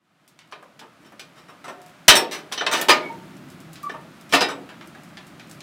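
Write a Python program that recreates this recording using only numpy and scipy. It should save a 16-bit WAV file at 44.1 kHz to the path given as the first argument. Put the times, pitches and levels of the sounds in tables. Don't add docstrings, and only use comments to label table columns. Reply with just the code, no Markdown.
import sys
import numpy as np
from scipy import signal
from scipy.fft import rfft, irfft, next_fast_len
from scipy.io import wavfile
from scipy.ndimage import map_coordinates

SR = 44100
rng = np.random.default_rng(int(sys.argv[2]) if len(sys.argv) > 2 else 0)


def unload_audio(sound):
    columns = np.transpose(np.atleast_2d(sound))
    steps = np.round(np.clip(columns, -1, 1) * 32767)
    wavfile.write(sys.argv[1], SR, steps.astype(np.int16))


N = 247842
TIME = np.arange(N) / SR
RING_TIME = np.arange(2 ** 15) / SR
BAND_EDGES_HZ = 44 * 2 ** np.arange(0, 9, .5)
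TONE_HZ = (330, 1200, 4200, 12500)

# frequency_hz, level_db
FLAME_SPECTRUM = [(25, -34), (60, -18), (100, -10), (160, 2.5), (230, -1), (330, -2), (450, -18),
                  (800, -27.5), (2000, -41.5)]
# frequency_hz, level_db
HISS_SPECTRUM = [(40, -29), (100, -12), (300, -15), (620, 7.5), (900, 1.5), (1280, 5.5), (1800, 0.5),
                 (2500, -1.5), (3500, -5.5), (6000, -13), (10000, -17.5), (16000, -26)]
# start_s, level_db, centre_hz
WOOD_POPS = [(0.278, -40, 10700), (0.3904, -38.5, 3540), (1.004, -34.5, 110), (3.368, -56, 8000),
             (3.732, -44.5, 11300), (3.757, -45, 3870), (3.831, -43, 13400), (4.691, -41.5, 1690),
             (4.811, -44, 1790), (4.874, -50.5, 11050), (4.95, -45, 1560), (5.171, -41.5, 2400),
             (5.268, -51, 9900), (5.397, -44, 2460), (5.513, -44, 11000), (5.606, -43, 4100)]
# start_s, length_s, pitch_hz, level_db
IRON_TONES = [(1.679, 0.22, 722, -48), (1.687, 0.15, 914, -51), (2.574, 0.044, 3040, -28),
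              (2.575, 0.039, 5900, -28), (2.66, 0.093, 896, -33), (2.906, 0.037, 4890, -19),
              (3.017, 0.11, 2237, -36.5), (3.09, 0.053, 912, -32), (3.83, 0.058, 1165, -26.5),
              (3.858, 0.043, 1142, -31), (3.896, 0.023, 1767, -31.5), (4.364, 0.14, 5060, -30),
              (4.417, 0.055, 4860, -30)]
# pitch_hz, level_db, ring_s
DOOR_NOTES = [(278, -7, .5), (363, -6, .5), (498, -7, .5), (582, -6, .4), (614, -5, .45), (650, -9, .35),
              (722, -11, .45), (872, -10, .35), (915, -11, .4), (985, -8, .26), (1045, -7, .22),
              (1137, -11, .25), (1222, -5, .3), (1297, -12, .28), (1507, -8, .18), (1545, -10, .22),
              (1770, -10, .26), (1809, -6, .28), (1832, -8, .24), (2283, -12, .28), (2379, -8, .26),
              (2433, -7, .2), (2585, -7, .24), (2925, -4, .18), (3010, -8, .2), (3121, -2, .2),
              (3644, -7, .19), (3831, -6, .19), (4063, -9, .17), (4937, -7, .18)]
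# pitch_hz, level_db, ring_s
LATCH_NOTES = [(3058, -12, .14), (3700, -10, .13), (5437, -9, .14), (5900, -9, .14), (6015, -8, .14),
               (7250, -13, .11), (7930, -14, .2), (8389, -9, .12), (9173, -9, .12), (10013, -13, .15),
               (10890, -14, .14), (14229, -12, .17), (14520, -9, .15)]
# frequency_hz, octave_level_db, ring_s
WASH_SPECTRUM = [(60, -35, 0.18), (120, -27.5, .5), (250, -5, 0.88), (483, -1.5, 0.58), (1045, -2.5, 0.34),
                 (2000, -2, 0.3), (3700, -3, 0.28), (8000, -5.5, 0.15), (16000, -9.5, 0.19)]
# start_s, level_db, edge_db, top_db, latch_db
LATCH_TAPS = [(0.524, -34.5, -5, -25, -23), (0.626, -41, -24, -24, -6), (0.793, -49, 7, -2.5, -11),
              (1.121, -47, -16, -13, -15), (1.195, -45, 7.5, -2, -5), (2.5231, -41, 12, -0.5, -5),
              (2.577, -39.5, 8, -26, 2.5), (2.609, -27.5, -8.5, -39.5, 2), (2.665, -26.5, 0, -23, -5),
              (2.736, -30, 4.5, -8, -31), (2.8136, -32, -1, 4.5, -29), (3.895, -39.5, -10.5, -26, -2)]
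# start_s, level_db, edge_db, chatter_s
LATCH_SCRAPES = [(0.514, -51.5, -0.5, .005), (0.811, -41, -16, 0.0077), (1.046, -54, -4, 0.011),
                 (1.358, -49.5, -3.5, 0.017), (1.484, -43, -13.5, 0.0081), (1.642, -38, -11, 0.0073),
                 (1.680, -35, -12, 0.007), (2.312, -32.5, -0.5, .016), (2.516, -38, -13, .005),
                 (2.714, -26, 0, 0.014), (2.771, -29, -7, 0.0084), (3.938, -40, -25, 0.0051),
                 (4.297, -46, 6.5, 0.038), (4.486, -33.5, -9, 0.0083)]
# start_s, level_db, seating_s, chatter_s, edge_db, latch_db, rebound_db
HEAVY_CLANKS = [(2.081, -10.5, .001, 0.0033, 7.5, -5, -12.5), (2.885, -15.5, 0.0088, 0.0048, 0, -27, -37),
                (4.325, -17.5, 0.011, 0.0077, -2.5, -20, -7)]


def from_db(db):
    return 10 ** (np.asarray(db) / 20)


def rms_one(x):
    return x / np.sqrt(np.mean(x ** 2) + 1e-20)


def dying(ring_s):
    return np.exp(-np.log(1000) * RING_TIME / max(ring_s, 1e-3))


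def drift(rate_hz, t):
    values = rng.standard_normal(2 ** 11)
    return map_coordinates(values, [t * rate_hz], order=1, mode="wrap")


def colour(x, hz, db):
    size = next_fast_len(2 * len(x), True)
    size += size % 2
    grid_hz = np.maximum(np.arange(size // 2 + 1) * SR / size, 1)
    gain = from_db(np.interp(np.log(grid_hz), np.log(hz), db))
    cepstrum = irfft(np.log(gain))
    cepstrum[1:size // 2] *= 2
    cepstrum[size // 2 + 1:] = 0
    return irfft(rfft(x, size) * np.exp(rfft(cepstrum)))[:len(x)]


def add(track, start_s, sound):
    at = max(round(start_s * SR), 0)
    track[at:at + len(sound)] += sound[:max(N - at, 0)]


def noise_bands():
    bands = []
    for low, high in zip(BAND_EDGES_HZ, BAND_EDGES_HZ[1:]):
        band_filter = signal.butter(2, [low, high], "band", fs=SR, output="sos")
        noise = signal.sosfilt(band_filter, rng.standard_normal(N))
        bands.append((np.sqrt(low * high), rms_one(noise) / np.sqrt(2)))
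    return bands


def washes(bands, count):
    points_hz, levels_db, rings_s = np.transpose(WASH_SPECTRUM)
    starts = rng.integers(SR // 10, N - len(RING_TIME), count)
    out = np.zeros((count, len(RING_TIME)))
    for hz, noise in bands:
        level_db = np.interp(np.log(hz), np.log(points_hz), levels_db)
        ring_s = np.interp(np.log(hz), np.log(points_hz), rings_s)
        pieces = np.array([noise[i:i + len(RING_TIME)] for i in starts])
        out += pieces * (from_db(level_db) * dying(ring_s))
    return out


def contact(chatter_s, slips_per_s=1400, even_share_s=0.005):
    age = RING_TIME[:len(RING_TIME) // 4] / max(chatter_s, 1e-4)
    sizes = rng.standard_normal(len(age))
    slipping = rng.random(len(age)) < slips_per_s / SR
    slips = sizes * slipping * age * np.exp(-age)
    force = slips / (np.linalg.norm(slips) + 1e-9) * chatter_s / even_share_s
    force[0] = 1
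    return force / np.linalg.norm(force)


def draught(lasting_db, flare_db, flare_s, ajar_s=2.86, opening_s=.1):
    since_s = np.maximum(TIME - ajar_s, 0)
    opened = np.minimum(since_s / opening_s, 1)
    age = since_s / flare_s
    flare = (age * np.exp(1 - age)) ** 2
    return from_db(lasting_db * opened + flare_db * flare)


def flames(level_db=-52):
    rumble = rms_one(colour(rng.standard_normal(N), *np.transpose(FLAME_SPECTRUM)))
    return from_db(level_db) * draught(lasting_db=4.5, flare_db=4, flare_s=0.39) * rumble


def crackle(bands, ticks_per_s=30, spread_db=15.0, tail_db=-10, tick_s=0.0051):
    sizes = from_db(spread_db * np.minimum(rng.exponential(1, N), 3)) * rng.choice([-1, 1], N)
    bright_wash = np.gradient(washes(bands, count=1)[0])
    tick = bright_wash * (dying(tick_s) + from_db(tail_db))
    ticking = rng.random(N) < ticks_per_s / SR
    return rms_one(signal.fftconvolve(sizes * ticking, tick)[:N])


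def gas_hiss(bands, level_db=-50.5, crackle_db=-15):
    hiss = rms_one(colour(rng.standard_normal(N), *np.transpose(HISS_SPECTRUM)))
    gain = from_db(level_db) * draught(lasting_db=-0.26, flare_db=4.5, flare_s=0.15)
    return gain * (hiss + from_db(crackle_db) * crackle(bands))


def pops(bands, snap_db=9, snap_s=0.0059, far_db=-22, width_octaves=2.18):
    out = np.zeros(N)
    for (start_s, level_db, centre_hz), wash in zip(WOOD_POPS, washes(bands, len(WOOD_POPS))):
        spitting_s = .006 * np.sqrt(1000 / centre_hz)
        snap = wash * (1 + from_db(snap_db) * dying(snap_s))
        pop = signal.fftconvolve(contact(spitting_s), snap)[:len(snap)]
        octaves_away = np.log2(BAND_EDGES_HZ / centre_hz)
        tone_db = far_db * (1 - np.exp(-(octaves_away / width_octaves) ** 2))
        add(out, start_s, from_db(level_db) * colour(pop, BAND_EDGES_HZ, tone_db))
    return out


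def iron_tones(bands, overtone_db=-27, shed_db=-12, judder_db=4.0, sag=0.0049):
    out = np.zeros(N)
    for start_s, length_s, pitch_hz, level_db in IRON_TONES:
        t = RING_TIME[RING_TIME < length_s]
        progress = t / length_s
        swell = np.sin(np.pi * progress ** (2 / 3)) * from_db(level_db + judder_db * drift(140, t))
        waver = 0.0056 * np.sqrt(pitch_hz / 1000)
        wavering_hz = pitch_hz * (1 + sag * (.5 - progress) + waver * drift(360, t))
        phase = 2 * np.pi * np.cumsum(wavering_hz) / SR
        add(out, start_s, swell * (np.sin(phase) + from_db(overtone_db) * np.sin(2 * phase)))
    echo = washes(bands, count=1)[0]
    return out + from_db(shed_db) * signal.fftconvolve(out, echo / np.linalg.norm(echo))[:N]


def taps(bass_db=-8.5, chatter_s=0.0037, door_db=-1.5):
    return [(start_s, level_db, (bass_db, 0, edge_db, top_db), chatter_s, door_db, latch_db)
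            for start_s, level_db, edge_db, top_db, latch_db in LATCH_TAPS]


def scrapes(bass_db=-8, top_vs_edge_db=-7.5, door_db=-2, latch_db=-2.5):
    blows = []
    for start_s, level_db, edge_db, chatter_s in LATCH_SCRAPES:
        tone_db = (bass_db, 0, edge_db, edge_db + top_vs_edge_db)
        blows.append((start_s, level_db, tone_db, chatter_s, door_db, latch_db))
    return blows


def clanks(corner_db=-6, bass_db=-10.5, top_vs_edge_db=-10, door_db=1.5,
           rebound_s=.072, rebound_chatter_s=.006, rebound_door_db=0, rebound_latch_db=10):
    blows = []
    for start_s, level_db, seating_s, chatter_s, edge_db, latch_db, rebound_db in HEAVY_CLANKS:
        top_db = edge_db + top_vs_edge_db
        tone_db = (bass_db, 0, edge_db, top_db)
        landing_s = start_s + seating_s
        blows.append((start_s, level_db + corner_db, tone_db, chatter_s, door_db, latch_db))
        blows.append((landing_s, level_db, tone_db, chatter_s, door_db, latch_db))
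        rebound_tone_db = (-3, 0, 2, top_db)
        blows.append((landing_s + rebound_s, level_db + rebound_db, rebound_tone_db,
                      rebound_chatter_s, rebound_door_db, latch_db + rebound_latch_db))
    return blows


def struck_iron(notes, count, spread_db):
    rings = np.array([from_db(level_db) * dying(ring_s) * np.sin(2 * np.pi * pitch_hz * RING_TIME)
                      for pitch_hz, level_db, ring_s in notes])
    shape = (count, len(notes))
    strengths = from_db(spread_db * rng.standard_normal(shape)) * rng.choice([-1, 1], shape)
    return strengths @ rings


def door_and_latch(bands, latch_boost_db=11.0, crack_db=4.0, crack_s=0.098, tick_db=6.5, tick_s=0.0079,
                   hard_blow_db=-7, shrill_hz=(11000, 14000), lowest_hz=115):
    blows = clanks() + taps() + scrapes()
    out, count = np.zeros(N), len(blows)
    wash = washes(bands, count) * (1 + from_db(crack_db) * dying(crack_s))
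    tick = from_db(tick_db) * np.gradient(wash, axis=1) * dying(tick_s)
    door = struck_iron(DOOR_NOTES, count, spread_db=1.5)
    latch = from_db(latch_boost_db) * struck_iron(LATCH_NOTES, count, spread_db=2.5)
    for k, (start_s, level_db, tone_db, chatter_s, door_db, latch_db) in enumerate(blows):
        shrill_loss_db = np.clip(.7 * (hard_blow_db - level_db), 0, 6)
        latch_ring = from_db(latch_db) * colour(latch[k], shrill_hz, [0, -shrill_loss_db])
        body = tick[k] + wash[k] + from_db(door_db) * door[k] + latch_ring
        blow = signal.fftconvolve(contact(chatter_s), body)[:len(body)]
        add(out, start_s, from_db(level_db) * colour(blow, TONE_HZ, tone_db))
    return signal.sosfilt(signal.butter(3, lowest_hz, "high", fs=SR, output="sos"), out)


def scene():
    bands = noise_bands()
    return (door_and_latch(bands) + iron_tones(bands) + pops(bands) + flames() + gas_hiss(bands))[None]


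def record(dry, fade_s=2.96, head_start_s=0.02, fade_bend=0.64, lowest_hz=20, highest_hz=15900):
    fade = np.clip((TIME + head_start_s) / fade_s, 0, 1) ** fade_bend
    clipped = np.clip(fade * dry, -0.82, 0.75)
    trimmed = signal.sosfilt(signal.butter(2, lowest_hz, "high", fs=SR, output="sos"), clipped)
    return signal.sosfiltfilt(signal.butter(20, highest_hz, fs=SR, output="sos"), trimmed)


dry = scene()
out = record(dry)
unload_audio(out)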